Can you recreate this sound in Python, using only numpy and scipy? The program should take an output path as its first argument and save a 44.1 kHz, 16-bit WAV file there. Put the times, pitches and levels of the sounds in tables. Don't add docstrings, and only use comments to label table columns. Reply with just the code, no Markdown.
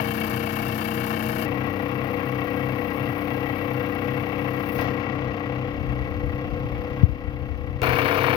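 import sys
import numpy as np
from scipy import signal
from scipy.fft import rfft, irfft, next_fast_len
from scipy.io import wavfile
from scipy.ndimage import uniform_filter1d, minimum_filter1d, map_coordinates

SR = 44100
rng = np.random.default_rng(int(sys.argv[2]) if len(sys.argv) > 2 else 0)


def wrap_up_sound(samples):
    columns = np.atleast_2d(samples).T
    tamed = np.clip(columns, -1, 1)
    steps = np.round(tamed * 32767).astype(np.int16)
    wavfile.write(sys.argv[1], SR, steps)


N = 368667

# start in seconds, end in seconds, crank angle at the start in turns,
# lag of the left ear in milliseconds.
LISTENING_PLACES = [(0, 1.455, .775, -.36), (1.455, 7.818, .285, -.2), (7.818, 8.36, .7, .25)]


def amp(db):
    return 10 ** (np.asarray(db) / 20)


def unit(x):
    return x / np.sqrt(np.mean(x ** 2) + 1e-20)


def along(points, hz):
    f, v = np.transpose(points)
    return np.interp(np.log(hz + 1), np.log(f + 1), v)


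def curves(rows, t):
    s, *cols = np.transpose(rows)
    return [np.interp(t, s, c) for c in cols]


def wobble(t, rate):
    at = (t - t[0]) * rate
    knots = rng.standard_normal(int(at[-1]) + 4)
    return map_coordinates(knots, [at + 1])


def coloured(x, gain):
    n = x.shape[-1]
    m = 2 * next_fast_len(n // 2 + 4096)
    magnitude = np.maximum(gain(np.fft.rfftfreq(m, 1 / SR)), 1e-6)
    cepstrum = irfft(np.log(magnitude))
    cepstrum[1:m // 2] *= 2
    cepstrum[m // 2 + 1:] = 0
    response = np.exp(rfft(cepstrum))
    return irfft(rfft(x, m) * response, m)[..., :n]


def ears(pair, place):
    # frequency in Hz, left minus right in dB.
    ear_tilt = [
        [(60, 0), (110, 5.5), (200, 6), (380, 5.5), (700, 15.5), (1290, 18.5), (2380, 24), (4400, 17.5),
         (8120, 31), (15000, 22)],
        [(60, 8), (110, 3), (200, 12.5), (380, 10), (700, 12), (1290, 18), (2380, 15), (4400, 6.5), (8120, 4),
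         (15000, 15)],
        [(60, 5), (110, 4.5), (200, 19), (380, 8), (700, 13.5), (1290, 19.5), (2380, 14), (4400, 7.5),
         (8120, 7.5), (15000, 7)],
    ]
    # frequency in Hz, coherence from 0 to 1.
    likeness = [(100, .95), (300, .96), (600, .8), (2000, .74), (4000, .3), (12000, .2)]
    n = pair.shape[-1]
    m = next_fast_len(n + 512)
    hz = np.fft.rfftfreq(m, 1 / SR)
    left, other = rfft(pair, m)
    alike = np.clip(along(likeness, hz), 0, 1)
    lag_s = LISTENING_PLACES[place][3] / 1000
    advance = np.exp(2j * np.pi * hz * lag_s)
    mixed = alike * left + np.sqrt(1 - alike ** 2) * other
    right = mixed * amp(-along(ear_tilt[place], hz)) * advance
    both = irfft(np.array([left, right]), m)[:, :n]
    return both / np.sqrt(np.mean(both.mean(axis=0) ** 2))


def engine(t, place):
    # time in seconds, speed in turns a second.
    crank_speed = [
        [(0, 31.05), (0.7, 31.31), (1.455, 31.56)],
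        [(1.455, 32.16), (2.3, 32.37), (3.2, 32.46), (4.2, 32.48), (5, 32.53), (5.8, 32.5), (6.6, 32.71),
         (7.818, 32.6)],
        [(7.818, 32.14), (8.36, 32.2)],
    ]
    # frequency in Hz, relative level in dB.
    puff_colour = [(1500, -16), (3400, 0), (4200, -1.5), (4850, -0.5), (5500, -5.5), (6300, -7.5),
                   (7200, -25), (9000, -46), (16000, -77)]
    # frequency in Hz, relative level in dB.
    sizzle_colour = [
        [(3000, -20), (6000, -12), (7000, -10.5), (8500, -14.5), (10200, -6), (12200, 1.5), (14200, -1.5),
         (16000, -8.5)],
        [(6000, -50), (8400, -25), (10000, -9), (11500, -2), (13500, 1), (15200, 3), (16000, -8)],
        [(6000, -32), (8400, -18.5), (10200, -8), (13200, -3.5), (15200, 1), (16000, -6)],
    ]
    start, _, angle, _ = LISTENING_PLACES[place]
    turned = np.cumsum(curves(crank_speed[place], t)[0]) / SR
    crank = angle + turned - np.interp(start, t, turned)
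    hum_gain, clatter_gain, puff_gain, sizzle_gain = levels(t, place)
    base = hum(t, crank, place, kick_angle=.55, spread=0.67, stray_db=-6.0, swing_db=4)
    knocks = clatter(t, crank, place, t60=0.045, scatter_db=2, jitter_s=.00004,
                     loose_db=1.0, broad_db=-5.5, ring_db=-0.5)
    puff = steam(t, crank, place, puff_colour, depth=0.76, flutter_db=1.0, spit_db=-0.5)
    sizzle = steam(t, crank, place, sizzle_colour[place], depth=0.9, flutter_db=1.5, spit_db=1.5)
    return (throb(t, crank, place, partner_db=1.0, depth_db=3, shudder_db=-6)
            + hum_gain * base + clatter_gain * knocks + puff_gain * puff + sizzle_gain * sizzle)


def hum(t, crank, place, kick_angle, spread, stray_db, swing_db):
    # multiple of the crank speed, relative level in dB.
    harmonics = [
        [(2, -17.5), (3, -6.5), (5, -10.5), (6, -10.5), (7, 1), (8, -32), (9, -6), (10, -5), (11, -9),
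         (12, -23.5), (15, -1.5), (16, -33), (26, -10), (34, -11.5)],
        [(2, -12), (3, -5.5), (5, -28), (6, -5), (7, -8.5), (8, -6.5), (9, 2), (10, -8), (11, -12.5),
         (12, -15.5), (13, -19), (14, -7), (15, 0), (16, -5.5), (17, -12), (18, -16), (33, -11.5), (34, -18.5),
         (39, -20.5)],
        [(2, -18), (3, -5), (6, -28), (7, -23), (8, -16), (9, -1), (10, -14.5), (11, -9), (12, -8), (14, -1.5),
         (15, .5), (16, -3.5), (17, -23.5), (18, -15), (21, -13)],
    ]
    # frequency in Hz, relative level in dB.
    shake_colour = [(20, -53), (40, -1), (65, -15), (105, 3), (138, 9), (170, -4.5), (215, 6), (290, 6),
                    (390, -10), (490, 8), (580, -3.5), (900, -51.5)]
    lines = np.zeros(len(t))
    for k, db in harmonics[place]:
        cycles = round(k) * (crank - kick_angle) + spread * rng.random()
        lines += amp(db + .9 * wobble(t, 14)) * np.sin(2 * np.pi * cycles)
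    kick = amp(swing_db * np.sin(2 * np.pi * (kick_angle - crank)))
    noise = kick * rng.standard_normal((2, len(t)))
    shake = coloured(noise, lambda hz: amp(along(shake_colour, hz)))
    return ears(np.array([lines, 0 * t]), place) + amp(stray_db) * ears(shake, place)


def clatter(t, crank, place, t60, scatter_db, jitter_s, loose_db, broad_db, ring_db):
    # crank angle in turns, mean relative level in dB.
    joints = [(.04, -6), (.125, -2.5), (.22, -4.5), (.305, -1.5), (.385, -3), (.46, -7.5), (.535, -4),
              (.655, -4), (.8, -5.5)]
    # centre in Hz, nominal width in Hz, relative level in dB.
    tin_modes = [
        [(796, 37, -9), (1165, 25, -6), (1580, 31, -17), (2230, 51, 2), (2730, 114, -2.5), (3078, 55, -5.5),
         (4660, 70, -15)],
        [(751, 115, -3.5), (1099, 60, -1), (1609, 19.7, -3), (1936, 42, 1.5), (2224, 120, -7), (2700, 69, -6.5),
         (3096, 39, -16.5), (3335, 18, -15)],
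        [(668, 52, -9), (1150, 300, -5), (1390, 54, -2.5), (2260, 96, -1), (2720, 73, -5), (3630, 42, -20),
         (4310, 73, -17)],
    ]
    # frequency in Hz, relative level in dB.
    knock_colour = [
        [(330, -52), (560, -27), (632, 5), (790, 2), (973, -1.5), (1300, -1), (1830, 2.5), (2030, -9.5),
         (2260, 0), (2450, -11), (2760, -16), (3800, -16.5), (6000, -29.5), (9000, -68)],
        [(330, -13), (560, -5.5), (729, 1.5), (891, -6), (1150, -3), (1400, -3), (1500, -11), (1990, -4),
         (2740, -10), (3800, -24), (6000, -41.5), (9000, -86)],
        [(330, -56), (560, 1), (679, 5.5), (849, -3), (1050, 4.5), (1360, -2.5), (1880, 0), (2030, -5),
         (2260, 1.5), (3800, -17.5), (6000, -42), (9000, -67)],
    ]
    age = np.arange(SR // 12) / SR
    decay = amp(-60 * age / t60)
    turns = np.arange(-1, np.ceil(crank[-1]))
    rings, energy = np.zeros((2, len(t))), np.zeros(len(t))
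    for angle, db in joints:
        chance = rng.standard_normal((len(turns), 2))
        when = np.interp(turns + angle, crank, t - t[0]) + jitter_s * chance[:, 0]
        inside = (when > 0) & (when < t[-1] - t[0] - .001)
        strengths = amp(db + scatter_db * chance[inside, 1])
        blows = np.bincount((when[inside] * SR).astype(int), strengths, len(t))
        ring = decay * rng.standard_normal((2, len(age)))
        rings += signal.fftconvolve(blows[None], ring, axes=1)[:, :len(t)]
        energy += signal.fftconvolve(blows ** 2, decay ** 2)[:len(t)]
    rattle = amp(loose_db) * np.sqrt(np.abs(energy)) * rng.standard_normal((2, len(t)))

    def body(hz):
        modes = sum(amp(db + ring_db) / (1 + ((hz - centre) / (0.73 * width)) ** 2)
                    for centre, width, db in tin_modes[place])
        return np.hypot(modes, amp(broad_db + along(knock_colour[place], hz)))

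    return ears(coloured(rings + rattle, body), place)


def steam(t, crank, place, colour, depth, flutter_db, spit_db):
    # crank angle in turns, level in dB before the depth factor.
    exhaust_flow = [(0, -6), (.035, 3), (.11, 2.5), (.22, -1), (.31, 2.5), (.4, -1), (.5, 1), (.64, -2),
                    (.78, -6), (.93, -7.5)]
    angle, db = np.transpose(exhaust_flow)
    valve_db = depth * np.interp(crank, angle, db, period=1)
    flow_db = valve_db + flutter_db * wobble(t, 110) + spit_db * wobble(t, 900)
    jet = amp(flow_db) * rng.standard_normal((2, len(t)))
    return ears(coloured(jet, lambda hz: amp(along(colour, hz))), place)


def throb(t, crank, place, partner_db, depth_db, shudder_db, order=4):
    # time of one swell in seconds, rate in beats a second.
    beat_times = [(0.02, 3.1), (1.605, 2.765), (7.95, 2.9)]
    # frequency in Hz, relative level in dB.
    shudder_colour = [(25, -39), (60, -11), (100, -2.5), (135, 4), (175, -2), (300, -40), (700, -120)]
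    place_db = [-37, -35.3, -32]
    swell_s, beat_rate = beat_times[place]
    beat = 2 * np.pi * beat_rate * (t - swell_s)
    phase = 2 * np.pi * order * crank + .3 * wobble(t, 10)
    tone = unit(np.sin(phase) + amp(partner_db) * np.sin(phase - beat))
    noise = rng.standard_normal(len(t))
    shudder = unit(coloured(noise, lambda hz: amp(along(shudder_colour, hz))))
    boom = amp(depth_db * np.cos(beat)) * (tone + amp(shudder_db) * shudder)
    return amp(place_db[place]) * ears(np.array([boom, 0 * t]), place)


def levels(t, place):
    # hum, clatter, puff and sizzle levels in dB.
    layer_db = [(-30.5, -34, -52.5, -45), (-30, -35, -60, -58), (-27.5, -26, -47, -44)]
    # start in seconds, duration in seconds, left loss in dB, right loss in dB.
    shading = [(4.95, 1.08, 4.5, -0.5), (4.94, 1.2, 7, 0), (5, .8, 7.5, -0.5), (4.84, .25, 13, 1.5)]
    # rise in seconds, fall in seconds, peak gain in dB.
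    flare = [(0.09, 0.13, 1.5), (0.067, .13, 4.5), (.09, .14, 11.5), (0.31, .05, 11.5)]
    # peak time in seconds, half width at 1/e of the dB gain in seconds, gain in dB.
    slow_swell = (3.1, 0.9, 3.5)
    flare_s = 4.81
    db = np.array(layer_db[place])[:, None, None] + np.zeros((2, len(t)))
    if place == 1:
        peak_s, width_s, swell_db = slow_swell
        db[-1] += swell_db * np.exp(-((t - peak_s) / width_s) ** 2)
        for layer, (rise, fall, gain_db) in enumerate(flare):
            db[layer] += np.interp(t - flare_s, [-rise, 0, fall], [0, gain_db, 0])
        for layer, (start, over, *loss_db) in enumerate(shading):
            db[layer] -= np.outer(loss_db, np.clip((t - start) / over, 0, 1))
    return amp(db)


def handling():
    # frequency in Hz, relative level in dB.
    rub_colour = [(15, -28), (30, -13), (50, -0.5), (80, 3), (115, -11), (170, -17), (300, -29), (800, -72)]
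    # start in seconds, end in seconds, mean level in dB.
    rub_times = [(4.81, 4.83, -36), (5.15, 5.6, -39), (5.68, 7.03, -28), (7.1, 7.76, -22.5),
                 (7.82, 7.92, -26.5)]
    # start in seconds, envelope peak in dB before gain control.
    bump_times = [(6.528, -20), (6.648, -15), (7.0328, 4.5), (7.09, -10), (7.922, -26)]
    rub_rise_s, rub_fall_s = .025, 0.061
    t = np.arange(N) / SR
    rumble = unit(coloured(rng.standard_normal(N), lambda hz: amp(along(rub_colour, hz))))
    rubbing = np.zeros(N)
    for start, end, db in rub_times:
        rise = np.maximum(start - t, 0) / rub_rise_s
        fall = np.maximum(t - end, 0) / rub_fall_s
        rubbing = np.maximum(rubbing, amp(db) * np.exp(-rise - fall))
    out = rumble * rubbing * amp(2 * wobble(t, 18))
    rise_s, sink_s, rest_hz, extra_hz = .006, .008, 65, 100
    for s, db in bump_times:
        age = np.maximum(t - s, 0)
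        cycles = rest_hz * age + extra_hz * sink_s * (1 - np.exp(-age / sink_s))
        envelope = age / rise_s * np.exp(1 - age / rise_s)
        out += amp(db) * envelope * np.sin(2 * np.pi * cycles)
    return out * amp([[0], [-32]])


def click(s, db, decay_s):
    age = np.arange(N) / SR - s
    pulse = (age >= 0) * np.exp(-np.abs(age) / decay_s)
    return amp(db) * pulse * amp([[0], [-9]])


def scene():
    # start in seconds, left peak in dB before gain control, decay time constant in seconds.
    sharp_click = (7.818, -10, .00015)
    out = handling() + click(*sharp_click)
    t = np.arange(N) / SR
    lead_s, join_s = .03, .004
    for place, (start, end, _, _) in enumerate(LISTENING_PLACES):
        near = (t > start - lead_s) & (t < end + lead_s)
        edge_s = np.minimum(t[near] - start, end - t[near])
        fade = np.clip(edge_s / join_s + .5, 0, 1)
        out[:, near] += fade * engine(t[near], place)
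    return out


def gain_control(x, size=128):
    ceiling_db, recovery_db_per_s = -0.5, .3
    creep_db = recovery_db_per_s * np.arange(x.shape[1]) / SR
    peak_db = 20 * np.log10(np.abs(x).max(axis=0) + 1e-9)
    needed_db = np.minimum(ceiling_db - peak_db, 0)
    held_db = np.minimum.accumulate(minimum_filter1d(needed_db, size) - creep_db) + creep_db
    return x * amp(uniform_filter1d(held_db, size))


def record(dry):
    top_hz = 16000
    starts = [round(start * SR) for start, *_ in LISTENING_PLACES[1:]]
    parts = np.split(dry, starts, axis=1)
    held = np.concatenate([gain_control(part) for part in parts], axis=1)
    m = next_fast_len(N + 4096)
    passed = np.fft.rfftfreq(m, 1 / SR) < top_hz
    return irfft(rfft(held, m) * passed, m)[:, :N]


dry = scene()
out = record(dry)
wrap_up_sound(out)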